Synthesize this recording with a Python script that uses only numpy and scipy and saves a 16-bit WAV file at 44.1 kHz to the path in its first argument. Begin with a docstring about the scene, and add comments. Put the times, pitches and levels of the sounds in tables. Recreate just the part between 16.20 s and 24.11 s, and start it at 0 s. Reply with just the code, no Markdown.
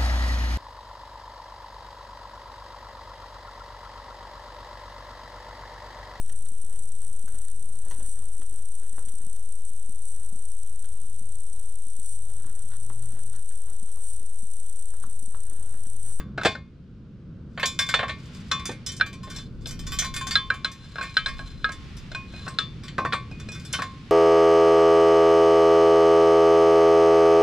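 """Pinning a steel jack stand

Under a car in a driveway, a ratchet post clanks into place; a hand then picks up the locking pin on its
chain and works it into the hole in the post. Each impact excites damped modes, and chain, pin and post
all ring the same sheet-steel base. Beneath lie a low rumble, a faint hiss and puffs of wind."""
import sys
import numpy as np
from scipy import signal
from scipy.fft import rfft, irfft, next_fast_len
from scipy.io import wavfile

SR = 44100
rng = np.random.default_rng(int(sys.argv[2]) if len(sys.argv) > 2 else 0)


def master_out(mix):
    """Clip the mix to full scale and print it as 16-bit PCM to the path in sys.argv[1]."""
    frames = np.transpose(np.atleast_2d(mix))
    ceiling = np.clip(frames, -1, 1)
    pcm = np.round(ceiling * 32767).astype(np.int16)
    wavfile.write(sys.argv[1], SR, pcm)


N = 348831
RING_N, ATTACK_N = 2 ** 15, SR // 40  # samples in one ring and in its attack
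AGE = np.arange(RING_N) / SR  # seconds since a contact
TAP_REFERENCE_DB = -28

# Spectra of the background noises. Each row: frequency in Hz, relative spectral density in dB.
RUMBLE_SPECTRUM = [(25, -12.5), (45, -3.5), (70, -0.5), (95, -1.5), (128, 0.5), (215, -4.5), (300, -13.5),
                   (500, -22.5), (800, -39.5), (1500, -32.5), (3000, -89)]
HISS_SPECTRUM = [(300, -14), (600, -4), (1300, 0), (3000, 0), (5000, -6), (8000, -20), (12000, -32),
                 (16000, -58)]
WIND_SPECTRUM = [(10, -5.5), (28, -5.5), (45, 5), (80, -9), (200, -66)]
# The slow envelope of the rumble. Each row: time in seconds, relative level in dB.
RUMBLE_LEVELS = [(0.0, -37.5), (0.51, -47), (1.01, -44.5), (1.21, -42), (4.1, -40), (4.52, -46),
                 (7.25, -39.5), (7.91, -43.5)]
# Preset dips and recoveries of the hiss, like an automatic gain's. Each row: time in seconds, level in dB.
HISS_LEVELS = [(0, -68.5), (.6, -70.5), (1.3, -69.5), (2.15, -52), (3.35, -65.5), (3.7, -55), (5.4, -60.5),
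               (5.62, -51), (5.85, -52), (6.1, -55), (7.1, -55.5), (7.9, -53)]

# Normal modes. Each row: frequency in Hz, relative level in dB, 60 dB decay time in seconds.
BASE_MODES = [(505, -20, .12), (620, -13, .07), (1065, -12.5, .48), (1133, -8.5, .28), (1272, -18, .16),
              (1480, -12, .18), (1541, -6, .16), (1612, -11, .18), (1805, -7, .2), (1905, -14, .2),
              (2141, -8, .28), (2351, -11.5, .32), (2482, -10, .32), (2640, -15, .14), (2995, -12, .14),
              (3102, -6, .22), (3300, -16, .15), (3445, -12, .18), (3522, 2, .27), (3590, -10, .16),
              (3925, -7, .17), (4030, -9, .2), (4344, -16, .18), (4510, -15, .42), (4759, -15, .2),
              (5211, -13, .2), (5655, -16, .25), (6100, -14, .14), (7040, -13, .22), (7248, -16, .14),
              (7968, -13, .12), (8317, -18, .14)]
PIN_MODES = [(1288.7, -16.5, 0.1477), (1392.2, -8.5, 0.0333), (1534.3, 1.5, 0.034), (1637.4, -8, 0.1099),
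             (3579.6, -1.5, 0.0077), (3612, -0.5, .013), (4059.4, -6.5, 0.0806), (4086, -2.5, .03),
             (5129, -10, 0.043)]  # the hand-damped pin against the post
# The stand's crowd of short-lived modes. Each row: frequency in Hz, relative spectral density in dB.
CLATTER_SPECTRUM = [(50, -20), (140, -1), (290, -6), (400, -14), (500, -3), (610, 3), (850, -9), (1200, -1),
                    (1600, 0), (2200, -3), (3700, -3), (5300, -8), (8000, -15), (12000, -25), (16000, -44)]
# Their damping. Each row: frequency in Hz, 60 dB decay time in seconds.
CLATTER_DECAY = [(150, 0.208), (600, 0.2153), (1600, 0.077), (4000, 0.258), (12000, 0.12)]

# Impacts. Each row: start in seconds, rattle time in seconds, relative level in dB, tilt in dB per octave. The
# first chain row, at 0 s, is no fresh clink: the base is already ringing as the scene begins.
CHAIN_CLINKS = [(0, 0.00314, -52, -8), (1.396, 0.01484, -38, -8.5), (1.4568, 0.003144, -31.5, 3),
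                (1.59, 0.0046, -28, -1), (1.6887, 0.00489, -32.5, -3.5), (1.881, .004, -41, -7.5),
                (2.314, 0.00491, -32, -3), (2.395, .005, -46, -5.5), (2.455, .01, -37.5, 2),
                (2.514, 0.0069, -49, -2.5), (2.663, 0.00736, -37, 7.5), (2.687, 0.0067, -42, 4.5),
                (2.719, 0.016, -47.5, 4.5), (2.765, .009, -49.5, 10.5), (2.862, .005, -47, -4),
                (2.929, 0.00847, -51.5, -2), (3.032, .012, -53, 0), (3.101, 0.011, -47.5, 0),
                (3.162, .01, -45, 4), (3.471, 0.00573, -47.5, 11), (3.508, 0.01202, -46.5, 2.5),
                (3.592, 0.0054, -48.5, 3), (3.667, 0.00682, -43.5, 2), (3.72, .019, -39, -1),
                (3.7877, .004, -28.5, 4.5), (3.818, 0.0109, -38, -6), (3.845, 0.01127, -39.5, -1),
                (3.94, 0.00718, -40.5, -1), (3.963, 0.0091, -37, -0.5), (4.011, 0.0067, -41.5, -3),
                (4.069, .009, -38, 0.5), (4.109, .016, -35, -1), (4.339, 0.0051, -45, -7),
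                (4.516, 0.0077, -51, 2), (4.827, 0.0123, -40, -6.5), (5.08, 0.01003, -40.5, -4.5),
                (5.519, .007, -48.5, 0), (5.768, 0.0117, -55, 4), (6.281, 0.00516, -51.5, 10),
                (6.635, .02, -50, -1.5), (7.199, 0.00815, -51, -2), (7.318, .008, -48, 3),
                (7.352, .007, -49.5, -5.5), (7.45, 0.012, -50.5, 2.5), (7.528, 0.00303, -37, 8.5)]
POST_CLANKS = [(.177, 0.0073, -28.5, -2.5), (.234, 0.0119, -29, 3), (0.2493, 0.0041, -18, 1),
               (0.2549, 0.0041, -14.5, 0.5), (.267, 0.0074, -30, 4.5), (.317, 0.027, -43, 3),
               (2.492, 0.00616, -29, -2), (3.073, 0.00975, -44, -0.5)]
HANDLE_BUMPS = [(1.376, 0.01034, -31, -2), (1.4303, 0.0079, -18.5, 0.5), (1.74, 0.00455, -15, 2.5),
                (1.791, 0.01685, -23, -2), (1.83, 0.00437, -24, -4.5), (1.894, 0.00662, -28, 0.5),
                (6.681, 0.000964, -38.5, 8), (6.924, 0.0048, -24.5, 2.5), (7.536, .0095, -23.5, 4.5)]
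PIN_SHOVES = [(6.266, .01, -34.5, -1.5), (6.782, .013, -19.5, -1), (6.85, .0063, -21, -1),
              (6.932, 0.0052, -21, 2), (7.59, .01, -26.5, 0), (7.62, 0.00834, -25, 4)]
# Edges of the frequency bands in which impacts are coloured, in Hz.
CHAIN_BANDS = [950, 2800, 4800, 9000]
STAND_BANDS = [90, 380, 950, 1300, 2000, 2800, 4800, 9000, 14000]
TAP_BANDS = [380, 1000, 2000, 3000, 4800, 9000, 14000]
# Relative level in dB per band: of CHAIN_BANDS for clinks, of STAND_BANDS for the rest.
CLINK_COLOUR = [-1.5, -0.5, -1]
CLANK_COLOUR = [-2, 2.5, -7.5, -0.5, -5, -4, -13, -32]
BUMP_COLOUR = [-31.5, -8.5, -6, -1.5, -6, -4.5, -21, -43.5]
SHOVE_COLOUR = [-10, -9, -0.5, -3.5, -12.5, -16, -23, -38.5]
# Taps on the post. Each row: start in seconds, strength in dB, emphasis of the high tone in dB.
POST_TAPS = [(.18, -27.5, -16.5), (0.213, -30.5, -15.5), (.351, -35.5, -14), (2.3158, -28, 3),
             (2.799, -33.5, -11), (2.8103, -15.5, -12), (3.458, -47.5, 10.5), (4.1548, -19, 3.5),
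             (4.302, -18, -15), (4.446, -26.5, 2.5), (4.757, -36.5, -14), (4.783, -30.5, -14.5),
             (4.811, -30, -11), (4.9683, -17, -3), (5.0602, -27, .5), (5.1916, -37, -11),
             (5.4438, -19, -11), (5.4913, -33.5, -10.5), (5.916, -42.5, -3.5), (5.948, -34, -4.5),
             (6.137, -54, -12), (6.278, -35.5, -10.5), (6.3867, -26, 4.5), (7.113, -55, -3),
             (7.287, -47.5, 3)]
# The bands of a tap. Each row: relative level in dB at the reference strength, dB gained per dB of
# strength, share of the high-tone emphasis.
TAP_COLOUR = [(-43.5, 0.18, 0), (-27.5, 1, 0.0012), (-38, 0.5637, 0.277), (-27.5, 1, 0.94),
              (-40, 0.5139, 0.827), (-68, 0.24, 0.95)]
# Lingering modes of the base. Each row: start in seconds, frequency in Hz, level in dB.
SINGING_MODES = [(.267, 3522, -38), (1.4565, 3522, -28.5), (1.59, 3543, -20.5), (1.59, 2141, -35),
                 (2.315, 3024, -41), (2.811, 2359, -32), (3.033, 1064, -35.5), (3.7871, 3102, -34),
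                 (3.845, 1065, -30), (4.01, 1065, -28.5), (4.109, 4510, -27.5), (4.155, 1060, -29.5),
                 (4.156, 3102, -32.5), (4.302, 2351, -33.5), (4.302, 1062, -38.5), (4.444, 1085, -34.5),
                 (4.7836, 1084, -28.5), (4.811, 2470, -34.5), (4.9671, 3092, -29.5), (5.0605, 1081, -33),
                 (5.1928, 1086, -40.5), (5.4911, 1069, -35.5), (5.948, 2481, -31), (5.95, 1073, -34.5),
                 (6.139, 2490, -43.5), (7.114, 2480, -42), (7.286, 2481, -36)]

# Swells. Each row: peak time in seconds, relative level in dB, seconds to fade 20 dB (sign ignored).
CHAIN_SHAKES = [(1.62, -32, 0.2), (2.17, -44, 0.34), (2.7, -28, 0.0128), (3.16, -41, 0.11),
                (3.48, -37, 0.1), (3.76, -31.5, 0.1369), (4.1, -61.5, -1.6), (4.85, -61, -0.25),
                (7.38, -44.5, 0.22)]
PIN_STROKES = [(3.15, -38, 0.11), (4.85, -42, 0.4), (5.27, -46, 0.36), (6.24, -43, .2), (7.58, -40, 0.1586)]  # the pin is pushed and twisted in its hole
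WIND_GUSTS = [(3.72, -34, 0.83), (5.17, -34, 0.31), (5.65, -42.5, 2)]


def amp(db):
    """Amplitude grows tenfold for every 20 dB."""
    return 10 ** (np.asarray(db) / 20)


def unit(x, first_n=None):
    """Normalisation to rms 1, taken over the whole signal or its first samples."""
    return x / np.sqrt(np.mean(x[..., :first_n] ** 2) + 1e-20)


def along(points, hz):
    """Interpolation of (Hz, value) points on a logarithmic frequency axis."""
    freqs, values = np.transpose(points)
    return np.interp(np.log(hz + 1), np.log(freqs + 1), values)


def envelope(rows):
    """A gain that moves linearly in decibels between the given times."""
    times, db = np.transpose(rows)
    return amp(np.interp(np.arange(N) / SR, times, db))


def swells(rows):
    """An envelope that follows the strongest of several rising and fading swells."""
    t = np.arange(N) / SR
    roundness = 1.247  # 1 is a sharp peak, 2 a bell
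    return np.max([amp(db - 20 * abs((t - s) / fade_s) ** roundness) for s, db, fade_s in rows], axis=0)


def add(track, start_s, x):
    """Superposition: x adds to the track from its start time."""
    part = track[:, max(0, round(start_s * SR)):][:, :x.shape[1]]
    part += x[:, :part.shape[1]]


def filtered(x, response):
    """Linear filtering multiplies the spectrum by a frequency response."""
    size = next_fast_len(x.shape[-1] + SR // 8)
    return irfft(rfft(x, size) * response(np.fft.rfftfreq(size, 1 / SR)), size)[..., :x.shape[-1]]


def noise(spectrum, side_db):
    """Partly coherent stereo noise of rms 1: a common signal plus and minus a side signal."""
    mid, side = filtered(rng.standard_normal((2, N)), lambda hz: amp(along(spectrum, hz)))
    return unit(np.array([mid + amp(side_db) * side, mid - amp(side_db) * side]))


def width(hz):
    """Two points in a sound field differ more as the wavelength shrinks."""
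    return np.minimum(0.046 + 0.39 * (hz / 10000) ** 0.74, 1)


def partials(modes, swell_cycles):
    """Free vibration: a damped sine per mode, with a brief build-up. Returns a body, (waves, Hz)."""
    hz, db, t60 = np.transpose(modes)[:, :, None]
    swell = 1 - np.exp(-AGE * hz / swell_cycles)
    return swell * amp(db - 60 * AGE / t60) * np.sin(2 * np.pi * hz * AGE), hz[:, 0]


def damped(body, extra_t60_s):
    """Contact damping: a body that is pressed on dies away sooner."""
    waves, hz = body
    return waves * amp(-60 * AGE / extra_t60_s), hz


def ring(body, scatter_db):
    """Modal excitation: each contact drives the modes at new strengths, a little different in each ear."""
    waves, hz = body
    size, sign, side = rng.standard_normal((3, len(hz)))
    strengths = amp(scatter_db * size) * np.sign(sign)
    ear_gains = 1 + np.outer([1, -1], side * width(hz))
    return unit((strengths * ear_gains) @ waves, ATTACK_N)


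def clatter(crack_db, crack_s):
    """Overlapping modes merge into noise: a sharp crack, then a decay band by band."""
    hz, t, spectra = signal.stft(rng.standard_normal((2, RING_N // 2)), SR, nperseg=256)
    spectra *= amp(along(CLATTER_SPECTRUM, hz)[:, None] - 60 * t / along(CLATTER_DECAY, hz)[:, None])
    spectra[1] *= width(hz)[:, None]
    mid, side = signal.istft(spectra, SR, nperseg=256)[1]
    pair = np.pad([mid + side, mid - side], ((0, 0), (0, RING_N - len(mid))))
    crack = 1 + amp(crack_db) * np.exp(-AGE / crack_s)
    return unit(pair * crack, ATTACK_N)


def rattled(x, rattle_s, bounce, count):
    """Convolution with a first contact and random rebounds spread over 1.5 rattle times."""
    when, size = rng.random(count), rng.standard_normal(count)
    delays = (when * 1.5 * rattle_s * SR).astype(int)
    force = np.bincount(delays, bounce * size * (1 - when / 2))
    force[0] = 1
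    return signal.fftconvolve(x, force[None], axes=1)[:, :RING_N]


def tilted(edges, colour_db, level_db, tilt):
    """Spectral tilt: a harder contact puts more of its energy into the upper bands."""
    octaves = np.log2(np.multiply(edges[:-1], edges[1:])) / 2
    db = np.add(colour_db, tilt * octaves)
    return level_db + db - 10 * np.log10(np.sum(amp(db) ** 2))


def voiced(x, edges, levels_db):
    """The place and hardness of a contact set the level of each band in the attack."""
    hz = np.fft.rfftfreq(RING_N, 1 / SR)
    attack = x.mean(0)[:ATTACK_N] * np.minimum(1, np.linspace(10, 0, ATTACK_N))
    power = 2 * abs(rfft(attack, RING_N)) ** 2 / (RING_N * ATTACK_N)
    points = []
    for lo, hi, db in zip(edges, edges[1:], levels_db):
        lift_db = db - 10 * np.log10(power[(hz >= lo) & (hz < hi)].sum() + 1e-20)
        points += [(lo * 1.08, lift_db), (hi / 1.08, lift_db)]
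    points.insert(0, (edges[0] / 3.0, points[0][1] - 14))  # roll-off below the lowest band
    # minimum phase: nothing sounds before the contact
    cepstrum = irfft(np.log(amp(along(points, hz))))
    cepstrum[1:RING_N // 2] *= 2
    cepstrum[RING_N // 2:] = 0
    return irfft(rfft(x) * np.exp(rfft(cepstrum)))


def rumble():
    """Amplitude-modulated noise: a low outdoor rumble swells and ebbs."""
    return amp(2) * envelope(RUMBLE_LEVELS) * noise(RUMBLE_SPECTRUM, side_db=-18)


def hiss():
    """A faint hiss dips after loud clanks and creeps back, as with a recorder's automatic gain."""
    return envelope(HISS_LEVELS) * noise(HISS_SPECTRUM, side_db=-4.5)


def chain_modes():
    """Small bodies resonate high, and no two links alike: a crowd of modes, weaker toward the top."""
    hz = np.exp(rng.uniform(np.log(4400), np.log(15500), size=90))
    t60 = rng.uniform(.05, .17, size=90)
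    db = along([(4600, 5.5), (7300, -0.5), (10000, -11.0), (13500, -15.5), (15500, -34.5)], hz)
    return np.transpose([hz, db, t60])


def chain_clinks(base, links):
    """Brief impacts excite high modes: hard links fall on each other and on the base."""
    track = np.zeros((2, N))
    for start_s, rattle_s, level_db, tilt in CHAIN_CLINKS:
        blow = ring(base, scatter_db=3) + amp(-5) * ring(links, scatter_db=7)
        blow += amp(-7.5) * clatter(crack_db=0, crack_s=.004)
        rattle = rattled(blow, rattle_s, bounce=0.307, count=9)
        levels_db = tilted(CHAIN_BANDS, CLINK_COLOUR, level_db, tilt)
        add(track, start_s, voiced(rattle, CHAIN_BANDS, levels_db))
    return amp(5.5) * track


def stand_knocks(base, rows, colour_db, ring_db):
    """Impulse response of the stand: struck by post, handle or pin, it clatters and the base rings on."""
    track = np.zeros((2, N))
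    for start_s, rattle_s, level_db, tilt in rows:
        blow = clatter(crack_db=6, crack_s=0.011) + amp(ring_db) * ring(base, scatter_db=6)
        rattle = rattled(blow, rattle_s, bounce=0.284, count=6)
        levels_db = tilted(STAND_BANDS, colour_db, level_db, tilt)
        add(track, start_s, voiced(rattle, STAND_BANDS, levels_db))
    return amp(-3) * track


def post_taps(base, pin):
    """Coupled vibration: the pawl, and later the pin, taps the post; two tones leak into the base."""
    track = np.zeros((2, N))
    colour_db, growth, high_share = np.transpose(TAP_COLOUR)
    for start_s, strength_db, high_db in POST_TAPS:
        crack = amp(-12) * clatter(crack_db=7, crack_s=.004)
        blow = ring(pin, scatter_db=2.5) + crack + amp(-12) * ring(base, scatter_db=3)
        rattle = rattled(blow, rattle_s=.003, bounce=0.482, count=3)
        # the harder the tap, the more its tones stand out
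        levels_db = colour_db + growth * (strength_db - TAP_REFERENCE_DB) + high_share * high_db
        add(track, start_s, voiced(rattle, TAP_BANDS, levels_db))
    return amp(-2.5) * track


def base_singing(t60_s=0.333):
    """Resonance: single modes of the base outlast the contact that excited them."""
    track = np.zeros((2, N))
    for start_s, hz, db in SINGING_MODES:
        add(track, start_s, partials([(hz, db, t60_s)], swell_cycles=4)[0])
    return track


def grains(response, per_second, spread_db):
    """Shot noise of rms 1: many tiny random contacts drive one ringing body."""
    contacts = rng.random(N) < per_second / SR
    force = contacts * amp(spread_db * rng.standard_normal(N)) * rng.choice([-1, 1], N)
    return unit(signal.fftconvolve(force[None], response, axes=1)[:, :N])


def rubbing(base, pin, links):
    """Friction as a stream of small impacts: shaken links tick together, the pin scrapes in the post."""
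    pin_ring, base_ring, link_ring = (ring(body, scatter_db=1) for body in (pin, base, links))
    pin_tick = pin_ring + amp(-5) * base_ring + amp(-3.5) * clatter(crack_db=7, crack_s=.003)
    link_tick = link_ring + amp(-1.5) * base_ring
    scrape = grains(pin_tick, per_second=500, spread_db=5)
    jingle = grains(link_tick, per_second=130, spread_db=6)
    return amp(-3) * swells(PIN_STROKES) * scrape + amp(-9) * swells(CHAIN_SHAKES) * jingle


def wind():
    """Turbulence: puffs of breeze make slow pressure fluctuations at the microphones."""
    return amp(-2) * swells(WIND_GUSTS) * noise(WIND_SPECTRUM, side_db=-5)


def from_right(x, lag_s=2.6e-5):
    """Interaural differences: a source a little to the right reaches the left ear later and duller."""
    left_db = [(2500, 0.094), (5000, 1.0), (9000, -1.7), (13000, -1.5)]
    ears = np.array([[1], [-1]])

    def response(hz):
        phase = np.pi * np.minimum(hz, 6500) * lag_s  # half the lag in each ear
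        return amp(ears * along(left_db, hz)) * np.exp(-1j * phase * ears)
    return filtered(x, response)


def scene():
    """Superposition: all the steel sounds from one place, over the background noise."""
    base = partials(BASE_MODES, swell_cycles=2.77)
    pin = partials(PIN_MODES, swell_cycles=2.27)
    links = partials(chain_modes(), swell_cycles=1.9)
    loaded_base = damped(base, extra_t60_s=0.72)  # the post or the pin's handle presses on it
    clanks = stand_knocks(loaded_base, POST_CLANKS, CLANK_COLOUR, ring_db=-1.5)
    bumps = stand_knocks(loaded_base, HANDLE_BUMPS, BUMP_COLOUR, ring_db=1)
    shoves = stand_knocks(base, PIN_SHOVES, SHOVE_COLOUR, ring_db=-2)
    steel = clanks + bumps + shoves + post_taps(base, pin) + chain_clinks(base, links)
    steel += base_singing() + rubbing(base, pin, links)
    return from_right(steel) + rumble() + hiss() + wind()


def record(dry, cutoff_hz=16000):
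    """Band limiting: a steep low-pass removes the highest treble."""
    return filtered(dry, lambda hz: 1 / (1 + (hz / cutoff_hz) ** 120))


dry = scene()
out = record(dry)
master_out(out)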